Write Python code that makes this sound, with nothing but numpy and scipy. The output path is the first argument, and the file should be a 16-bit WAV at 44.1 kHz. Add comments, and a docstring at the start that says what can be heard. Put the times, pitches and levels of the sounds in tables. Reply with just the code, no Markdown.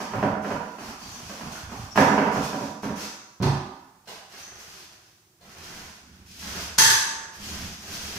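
"""Heard from a few metres off in a bare, ringing closet: a painter loads a roller in a plastic bucket. It knocks,
rubs and squelches there as the plastic and wet nap colour random snaps, while the wire axle squeaks faintly.
A bump makes the wooden shelf boom, then sticky paint goes on the wall in light dabs and longer strokes, snaps
again, louder with speed. Amid the strokes the metal pole clacks hard: a broad crack and ringing sines.
Noise-built echoes surround it all over faint air; a gain control at the microphone ducks the loudest blows."""
import sys
import numpy as np
from scipy import signal
from scipy.fft import rfft, irfft, next_fast_len
from scipy.io import wavfile
from scipy.ndimage import uniform_filter1d

SR = 44100
rng = np.random.default_rng(int(sys.argv[2]) if len(sys.argv) > 2 else 0)


def generate_wav(signal):
    """Clip the signal to [-1, 1] and save it as 16-bit WAV at the path in sys.argv[1]."""
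    frames = np.transpose(np.atleast_2d(signal))
    scaled = np.clip(frames, -1, 1) * 32767
    pcm = np.round(scaled).astype(np.int16)
    wavfile.write(sys.argv[1], SR, pcm)


N = 360738  # length in samples

# Colour of the nap rubbing on bucket or wall. Each row: frequency in Hz, relative level in dB.
RUBBING_COLOUR = [(200, -18.5), (290, -5.5), (390, -2), (500, -6), (700, -3.5), (1100, -3.5), (1600, -2),
                  (2100, -4.5), (3000, -10.5), (5000, -33)]


def from_db(db):
    """Decibels to gain."""
    return 10 ** (np.asarray(db) / 20)


def rms_one(x):
    """Scale to unit rms."""
    return x / np.sqrt(np.mean(x ** 2) + 1e-20)


def at_hz(points, hz):
    """Read a table on a log-frequency axis."""
    f, value = np.transpose(points)
    return np.interp(np.log(hz + 1), np.log(f), value)


def drift(rate):
    """Slow chance: normal random values, rate per second, joined by straight lines."""
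    steps = np.arange(N) / SR * rate
    return np.interp(steps, np.arange(N), rng.standard_normal(N))


def held(start, length, attack, release):
    """Attack, hold and release within one event, all in seconds."""
    t = np.arange(N) / SR - start
    return np.clip(np.minimum(t / attack, (length - t) / release), 0, 1)


def arch(start, length):
    """Speed of a stroke: up from rest and back to rest along half a sine."""
    phase = (np.arange(N) / SR - start) / length
    inside = (phase > 0) & (phase < 1)
    speed = np.zeros(N)
    speed[inside] = np.sin(np.pi * phase[inside])
    return speed


def body(spectrum, modes=(), size=8192):
    """Causal unit-energy response of an object: a broad colour with resonant peaks (Hz, width Hz, dB) on it."""
    hz = np.arange(size // 2 + 1) * SR / size
    peaks = sum(peak / (1 + (2 * (hz - f) / width) ** 2) for f, width, peak in modes)
    cepstrum = irfft(np.log(from_db(at_hz(spectrum, hz) + peaks)))
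    # the first half of the cepstrum, doubled and without its zeroth term, gives a minimum-phase response
    causal = 2 * cepstrum[:size // 2] * (np.arange(size // 2) > 0)
    response = irfft(np.exp(rfft(causal, size)))
    return response / np.linalg.norm(response)


def through(x, response):
    """Pass a sound through a response."""
    return signal.oaconvolve(np.atleast_2d(x), np.atleast_2d(response), axes=1)[:, :N]


def blows(rows, crunch, crunch_s):
    """Each blow is a click followed by a short chatter of the touching surfaces; padding dulls it."""
    out = np.zeros(N + SR)
    t = np.arange(SR // 8) / SR
    for s, db, *corner_hz in rows:
        force = rng.standard_normal(len(t)) * np.exp(-t / crunch_s)
        force *= crunch / np.linalg.norm(force)
        force[0] += 1  # the click
        if corner_hz:
            force = signal.lfilter(*signal.butter(1, corner_hz[0], fs=SR), force)
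        start = max(0, round(s * SR))
        out[start:start + len(t)] += from_db(db) * force / np.hypot(1, crunch)
    return out[:N]


def grains(per_s, spread_db, clump_db):
    """Tiny random snaps of uneven size whose strength drifts, so that they come in clumps."""
    uneven_db = spread_db * np.minimum(rng.exponential(1, N), 4)
    sizes = from_db(uneven_db + clump_db * drift(30))
    return (rng.random(N) < per_s / SR) * sizes * rng.choice([-1, 1], N)


def texture(snaps, level, response, rooms):
    """Grains coloured by an object; as it moves, the room's echo pattern shifts between two places."""
    sound = through(level * rms_one(snaps), response)
    place = 2 * drift(10)  # radians
    return through(sound * np.cos(place), rooms[0]) + through(sound * np.sin(place), rooms[1])


def closet(direct, size=41):
    """Stereo response of the small hard room: a weak direct sound, then dense echoes that die band by band."""
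    # How long the bare room rings. Each row: frequency in Hz, time to fall by 60 dB in seconds.
    decay_times = [(60, .6), (125, 0.36), (240, 0.71), (500, 0.68), (1200, 0.98), (3000, 0.69),
                   (6000, 0.79), (10000, 0.57), (15000, 0.35)]
    t = np.arange(int(1.4 * SR)) / SR
    hz = np.arange(len(t) // 2 + 1) * SR / len(t)
    centres, t60s = np.transpose(decay_times)
    bands = [at_hz(np.c_[centres, share], hz) for share in np.eye(len(centres))]

    def dying(echoes):
        """Let each band of the echoes fade at its own rate."""
        return sum(irfft(echoes * band, len(t)) * from_db(-60 * t / t60) / np.sqrt(t60)
                   for band, t60 in zip(bands, t60s))

    echoes = rfft(rng.standard_normal((2, len(t))))
    for _ in range(2):  # even out the echo energy over all pitches
        energy = np.abs(rfft(dying(echoes))) ** 2
        echoes = echoes / np.sqrt(uniform_filter1d(energy, size=size))
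    tail = dying(echoes)
    tail /= np.linalg.norm(tail, axis=1, keepdims=True)
    tail[:, 0] += direct
    return tail / np.hypot(1, direct)


def room_air():
    """Faint steady air of the closet: coloured noise, independent in each channel."""
    # Colour of the air. Each row: frequency in Hz, relative level in dB.
    air_colour = [(15, -33.5), (25, -15.5), (142, 2), (286, -14), (344, 0.5), (427, -13.5), (1500, -17.5),
                  (3540, -18.5), (6040, -15), (13800, -24), (15000, -19.5)]
    return from_db(-61.5) * through(rng.standard_normal((2, N)), body(air_colour))


def axle(room, width_hz=110):
    """The cage squeaks: short spells of fine stick-slip, each exciting one narrow resonance of the wire."""
    # Squeaks on the wire axle. Each row: start in seconds, length in seconds, pitch in Hz, relative level in dB.
    squeaks = [(1.004, 0.035, 4600, -46.5), (1.09, 0.07, 6100, -49), (1.508, 0.1, 1470, -47.5),
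               (1.897, 0.046, 5550, -42), (3.162, 0.072, 6100, -56), (4.403, 0.12, 6190, -51)]
    out = np.zeros(N)
    slips = grains(per_s=3000, spread_db=3, clump_db=2)
    for s, length, hz, db in squeaks:
        resonance = signal.iirpeak(hz, hz / width_hz, fs=SR)
        out += from_db(db) * arch(s, length) * rms_one(signal.lfilter(*resonance, slips))
    return from_db(5.5) * through(out, room)


def shelf(room):
    """A soft, heavy bump makes the board boom."""
    # Dull bumps. Each row: start in seconds, relative level in dB, contact corner in Hz.
    bumps = [(3.402, -22, 300), (3.413, -16, 223), (3.429, -20, 3600), (3.458, -18, 900)]
    # Colour of the board. Each row: frequency in Hz, relative level in dB.
    board_colour = [(30, -27), (60, -19), (95, -11), (130, -2.5), (172, -9), (314, -12.5), (392, -14.5),
                    (531, -19.5), (900, -12.5), (1300, -18), (2270, -24), (5000, -20.5), (11000, -53)]
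    # Resonances of the board. Each row: frequency in Hz, width in Hz, height in dB.
    board_modes = [(113, 7.5, 9.1), (139, 4.7, 9.6), (195, 23.4, 2.1), (268, 44, 2), (375, 67, 6.7),
                   (880, 44, 2.9)]
    board = through(blows(bumps, crunch=0.38, crunch_s=0.0092), body(board_colour, board_modes))
    return from_db(31.5) * through(board, room)


def pole(room):
    """A hard contact gives a broad crack and sets the metal tube ringing."""
    # Sharp contacts of pole and frame, the hardest with a rattle. Each row: start in seconds, relative level in dB.
    clacks = [(1.0207, -45), (1.5194, -36), (3.424, -30.5), (6.7815, -16.5), (6.785, -4.5), (6.822, -9.5),
              (6.865, -22), (6.902, -13.5), (6.96, -32)]
    # Ringing of pole and frame. Each row: frequency in Hz, relative level in dB, 60 dB decay in seconds.
    tube_modes = [(840, -12, 1), (1590, -9, .5), (1660, -4, 0.78), (1660, -4, 0.56), (1550, -13, .5),
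                  (3460, 6, 0.36), (5070, -4.5, 0.42), (6000, -3, 0.73), (6430, 5, 0.25),
                  (6100, -11.5, 0.41), (6600, -24.5, .5), (7710, 9, 0.21)]
    # Colour of the crack. Each row: frequency in Hz, relative level in dB.
    crack_colour = [(50, -23), (115, -2), (170, -10.5), (290, -21.5), (420, -8.5), (670, -21.5), (920, -3),
                    (1350, -6), (1670, 5.5), (2200, -8), (3200, -2.5), (5000, 0), (7200, -7.5),
                    (11000, -10.5), (15500, -19.5)]
    t = np.arange(SR) / SR
    ring = sum(from_db(db - 60 * t / t60) * np.sin(2 * np.pi * hz * t) / np.sqrt(t60)
               for hz, db, t60 in tube_modes)
    crack_body = body(crack_colour, [(6270, 460, 11.1), (897, 8, 16)])
    crack = through(blows(clacks, crunch=0.56, crunch_s=0.0097), crack_body)
    ringing = through(blows(clacks, crunch=0.067, crunch_s=0.0016), ring / np.linalg.norm(ring))
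    return through(from_db(28) * crack + from_db(11.5) * ringing, room)


def bucket(rooms):
    """The roller knocks and judders on the plastic while its soaked nap rubs and squelches."""
    # Knocks in the bucket, the first row the tail end of a knock already under way; padding lowers the corner.
    # Each row: start in seconds, relative level in dB, contact corner in Hz.
    knock_rows = [(0.003, -20, 1370), (0.136, -14.5, 915), (0.228, -6.5, 640), (0.447, -19, 1500),
                  (0.507, -14.5, 930), (1.296, -30.5, 4500), (1.976, 0, 1630), (2.017, -12, 1010),
                  (2.074, -11, 600), (2.113, -13, 900), (2.179, -6.5, 1110), (2.265, -12.5, 486),
                  (2.36, -12.5, 880), (2.531, -15, 487), (2.61, -7.5, 120), (2.67, -23, 144),
                  (2.833, -14, 453), (2.895, -17.5, 303)]
    # Pushes into the paint and along the bucket wall, the first row the tail end of that same knock.
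    # Each row: start in seconds, length in seconds,
    # relative level of the rubbing on the bucket in dB, relative level of the wet nap in dB.
    pushes = [(-0.02, 0.047, -12.5, -28.5), (0.092, .2, -31, -49.5), (0.41, 0.15, -28, -44.5),
              (0.61, 0.21, -49, -53), (0.775, 0.16, -35, -42.5), (0.978, 0.34, -41.5, -43),
              (1.274, 0.24, -37, -43.5), (1.504, 0.12, -35.5, -41.5), (1.684, .18, -35.5, -44.5),
              (1.949, 0.086, -18, -28.5), (2.053, 0.25, -24, -45.5), (2.303, 0.13, -28.5, -39),
              (2.41, 0.067, -39, -33), (2.522, 0.17, -39, -43), (2.816, 0.06, -30, -38),
              (2.95, .12, -57, -34), (3.093, 0.045, -56, -50)]
    # The roller bottoms out and the bucket floor rumbles. Each row: start in seconds, relative level in dB.
    thuds = [(0.114, -29.5), (0.22, -39), (0.48, -38.5), (0.81, -40.5), (1.022, -42), (1.2, -41.5),
             (1.42, -37), (1.6, -39.5), (1.74, -32), (1.955, -26.5), (2.06, -35), (2.2, -38.5),
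             (2.33, -34.5), (2.59, -48), (2.822, -32.5)]
    # Resonances of the plastic. Each row: frequency in Hz, width in Hz, height in dB.
    plastic_modes = [(211, 29, 8), (280.6, 22, 10), (409.8, 16, 11.5), (508, 110, 8), (608.7, 88, 10),
                     (757, 33, 10), (880, 67, 1), (958, 69, 11.5)]
    # Colours of the plastic, the hollow, the floor and the wet nap. Each row: frequency in Hz, relative level in dB.
    plastic_colour = [(45, -35.5), (100, -15.5), (150, -5), (200, -1.5), (280, -4.5), (350, -9), (580, -9),
                      (1200, -4), (1650, -4), (2000, -9), (2700, -11), (3700, -21), (5600, -17),
                      (8000, -36), (15000, -45)]
    hollow_colour = [(45, -22), (130, -17), (200, -0.5), (260, -0.5), (340, -7.5), (410, -5), (520, -16.5),
                     (600, -6), (1000, -4.5), (1600, -12), (3000, -17), (4500, -48.5)]
    floor_colour = [(30, -22), (65, -6.5), (110, -2.5), (170, -4.5), (400, -50)]
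    wet_nap_colour = [(1060, -14), (1800, -24), (2230, -7), (2470, -3), (4010, -5), (4430, -2), (6070, -1),
                      (8400, -12.5), (12700, -16), (15500, -21.5)]
    rub, wet = sum(np.outer(from_db(db), held(s, length, attack=0.011, release=0.037))
                   for s, length, *db in pushes)
    press = sum(from_db(db) * held(s, length=0.073, attack=0.0051, release=0.02) for s, db in thuds)
    knocks = through(blows(knock_rows, crunch=0.41, crunch_s=0.0096), body(plastic_colour, plastic_modes))
    hollow = body(hollow_colour, [(238, 49, 1.1)])  # the air in the bucket booms
    judder = texture(grains(per_s=130, spread_db=3.5, clump_db=5.0), rub, hollow, rooms)
    squelch = texture(grains(per_s=2500, spread_db=0.5, clump_db=0.5), wet, body(wet_nap_colour), rooms)
    nap = texture(grains(per_s=1400, spread_db=1.5, clump_db=3.5), wet, body(RUBBING_COLOUR), rooms)
    rumble = texture(grains(per_s=260, spread_db=0.5, clump_db=4.0), press, body(floor_colour), rooms)
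    rolling = from_db(-6.0) * judder + from_db(-1.0) * squelch + from_db(-8.5) * nap + from_db(-3.0) * rumble
    return from_db(25.0) * through(knocks, rooms[0]) + rolling


def roller(rooms):
    """Threads of paint snap, the nap rubs and the hollow wall rumbles, all louder with speed; the nap also pats."""
    # Strokes on the wall, light dabs first, then longer passes. Each row: start in seconds, length in seconds,
    # then relative levels in dB of the tearing paint, the rubbing nap and the wall rumble.
    strokes = [(4.047, 0.12, -46, -46.5, -54), (4.279, 0.15, -38, -43, -56.5),
               (4.416, 0.15, -56, -48.5, -53), (4.494, 0.26, -44.5, -48, -53), (4.7, .16, -43, -49, -56),
               (4.903, 0.051, -47, -51.5, -58), (4.964, 0.18, -55, -65.5, -68),
               (5.378, 0.14, -59.5, -54.5, -52), (5.412, 0.57, -43, -44, -44.5),
               (5.917, 0.43, -57, -58.5, -47.5), (6.243, 0.28, -42.5, -53.5, -43.5),
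               (6.374, 0.33, -33, -36, -37), (6.674, 0.74, -61, -43.5, -50.5), (7.307, 0.46, -34, -41, -35),
               (7.758, 0.33, -34, -40.5, -37.5), (7.994, 0.32, -35.5, -39.5, -40)]
    # The wet nap landing on the wall. Each row: start in seconds, relative level in dB.
    landings = [(4.074, -31), (5.41, -45)]
    # Colours of the tearing paint, the wall and the landing nap. Each row: frequency in Hz, relative level in dB.
    tearing_colour = [(1000, -26.5), (1800, -8), (2600, -0.5), (3200, 0.5), (3700, -1.5), (5100, 2),
                      (6200, 1), (7700, -7.5), (10000, -11), (13200, -12.5), (15500, -19)]
    wall_colour = [(30, -14), (50, -31), (68, -12.5), (85, -4), (105, -10), (150, -10.5), (200, -6),
                   (260, -14.5), (350, -21.5), (600, -56)]
    landing_colour = [(100, -21.5), (170, -6), (280, -11), (480, -3), (850, -0.5), (1300, -10), (4500, -7),
                      (12000, -25)]
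    tear, rub, press = np.zeros((3, N))
    for s, length, tear_db, rub_db, rumble_db in strokes:
        speed = arch(s, length)
        moving = speed > 0
        # each sound grows with its own power of the speed
        tear[moving] += from_db(tear_db) * speed[moving] ** 0.76
        rub[moving] += from_db(rub_db) * speed[moving] ** 1.29
        press[moving] += from_db(rumble_db) * speed[moving] ** 1.4
    wall = body(wall_colour, [(70.6, 8.2, 13.6), (192, 30, 1.7)])
    tearing = texture(grains(per_s=5000, spread_db=10.5, clump_db=1.5), tear, body(tearing_colour), rooms)
    rubbing = texture(grains(per_s=1500, spread_db=0.0, clump_db=-1), rub, body(RUBBING_COLOUR), rooms)
    rumble = texture(grains(per_s=180, spread_db=1.0, clump_db=0.5), press, wall, rooms)
    pats = through(through(blows(landings, crunch=5.2, crunch_s=0.03), body(landing_colour)), rooms[1])
    return from_db(-2.6) * tearing + from_db(-1.5) * rubbing + from_db(-4.3) * rumble + from_db(26.5) * pats


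def scene():
    """Everything sounds in the same closet, low at the bucket or high on the wall, over faint room air."""
    low = closet(direct=0.22)
    high = closet(direct=0.15)
    rooms = low, high
    return room_air() + axle(high) + shelf(high) + pole(high) + bucket(rooms) + roller(rooms)


def microphones(x, mono_below_hz=820):
    """The two close ports hear the same bass, and each has its own colour."""
    # Balance of the pair. Each row: frequency in Hz, left minus right gain in dB.
    balance = [(100, -3), (550, -3), (900, -7), (1600, -8), (2400, -1), (4000, 0.5), (6000, 2.5), (7500, 1),
               (10000, -5.5), (14000, -8)]
    size = next_fast_len(N + SR // 4)
    hz = np.arange(size // 2 + 1) * SR / size
    left, right = rfft(x, size)
    alike = 1 / (1 + (hz / mono_below_hz) ** 6)
    left = alike * right + np.sqrt(1 - alike ** 2) * left
    lean = from_db(at_hz(balance, hz) / 2)
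    return irfft(np.array([left * lean, right / lean]), size)[:, :N]


def gain_control(x, threshold_db=-12.0, release_db_per_s=35, attack_s=0.0022):
    """The gain drops quickly on a loud sound and creeps back up."""
    memory = np.exp(-1 / (attack_s * SR))
    power = signal.lfilter([1 - memory], [1, -memory], np.mean(x ** 2, axis=0))
    over = np.maximum(10 * np.log10(power + 1e-12) - threshold_db, 0)
    ramp = release_db_per_s * np.arange(N) / SR
    return x * from_db(ramp - np.maximum.accumulate(over + ramp))


def record(dry):
    """Microphone pair, gain control, full-scale clipping and a steep top cut at 15.5 kHz."""
    x = np.clip(gain_control(microphones(dry)), -1, 1)
    top_cut = signal.ellip(10, .2, 80, 15500, fs=SR, output="sos")
    return signal.sosfilt(top_cut, x)


dry = scene()
out = record(dry)
generate_wav(out)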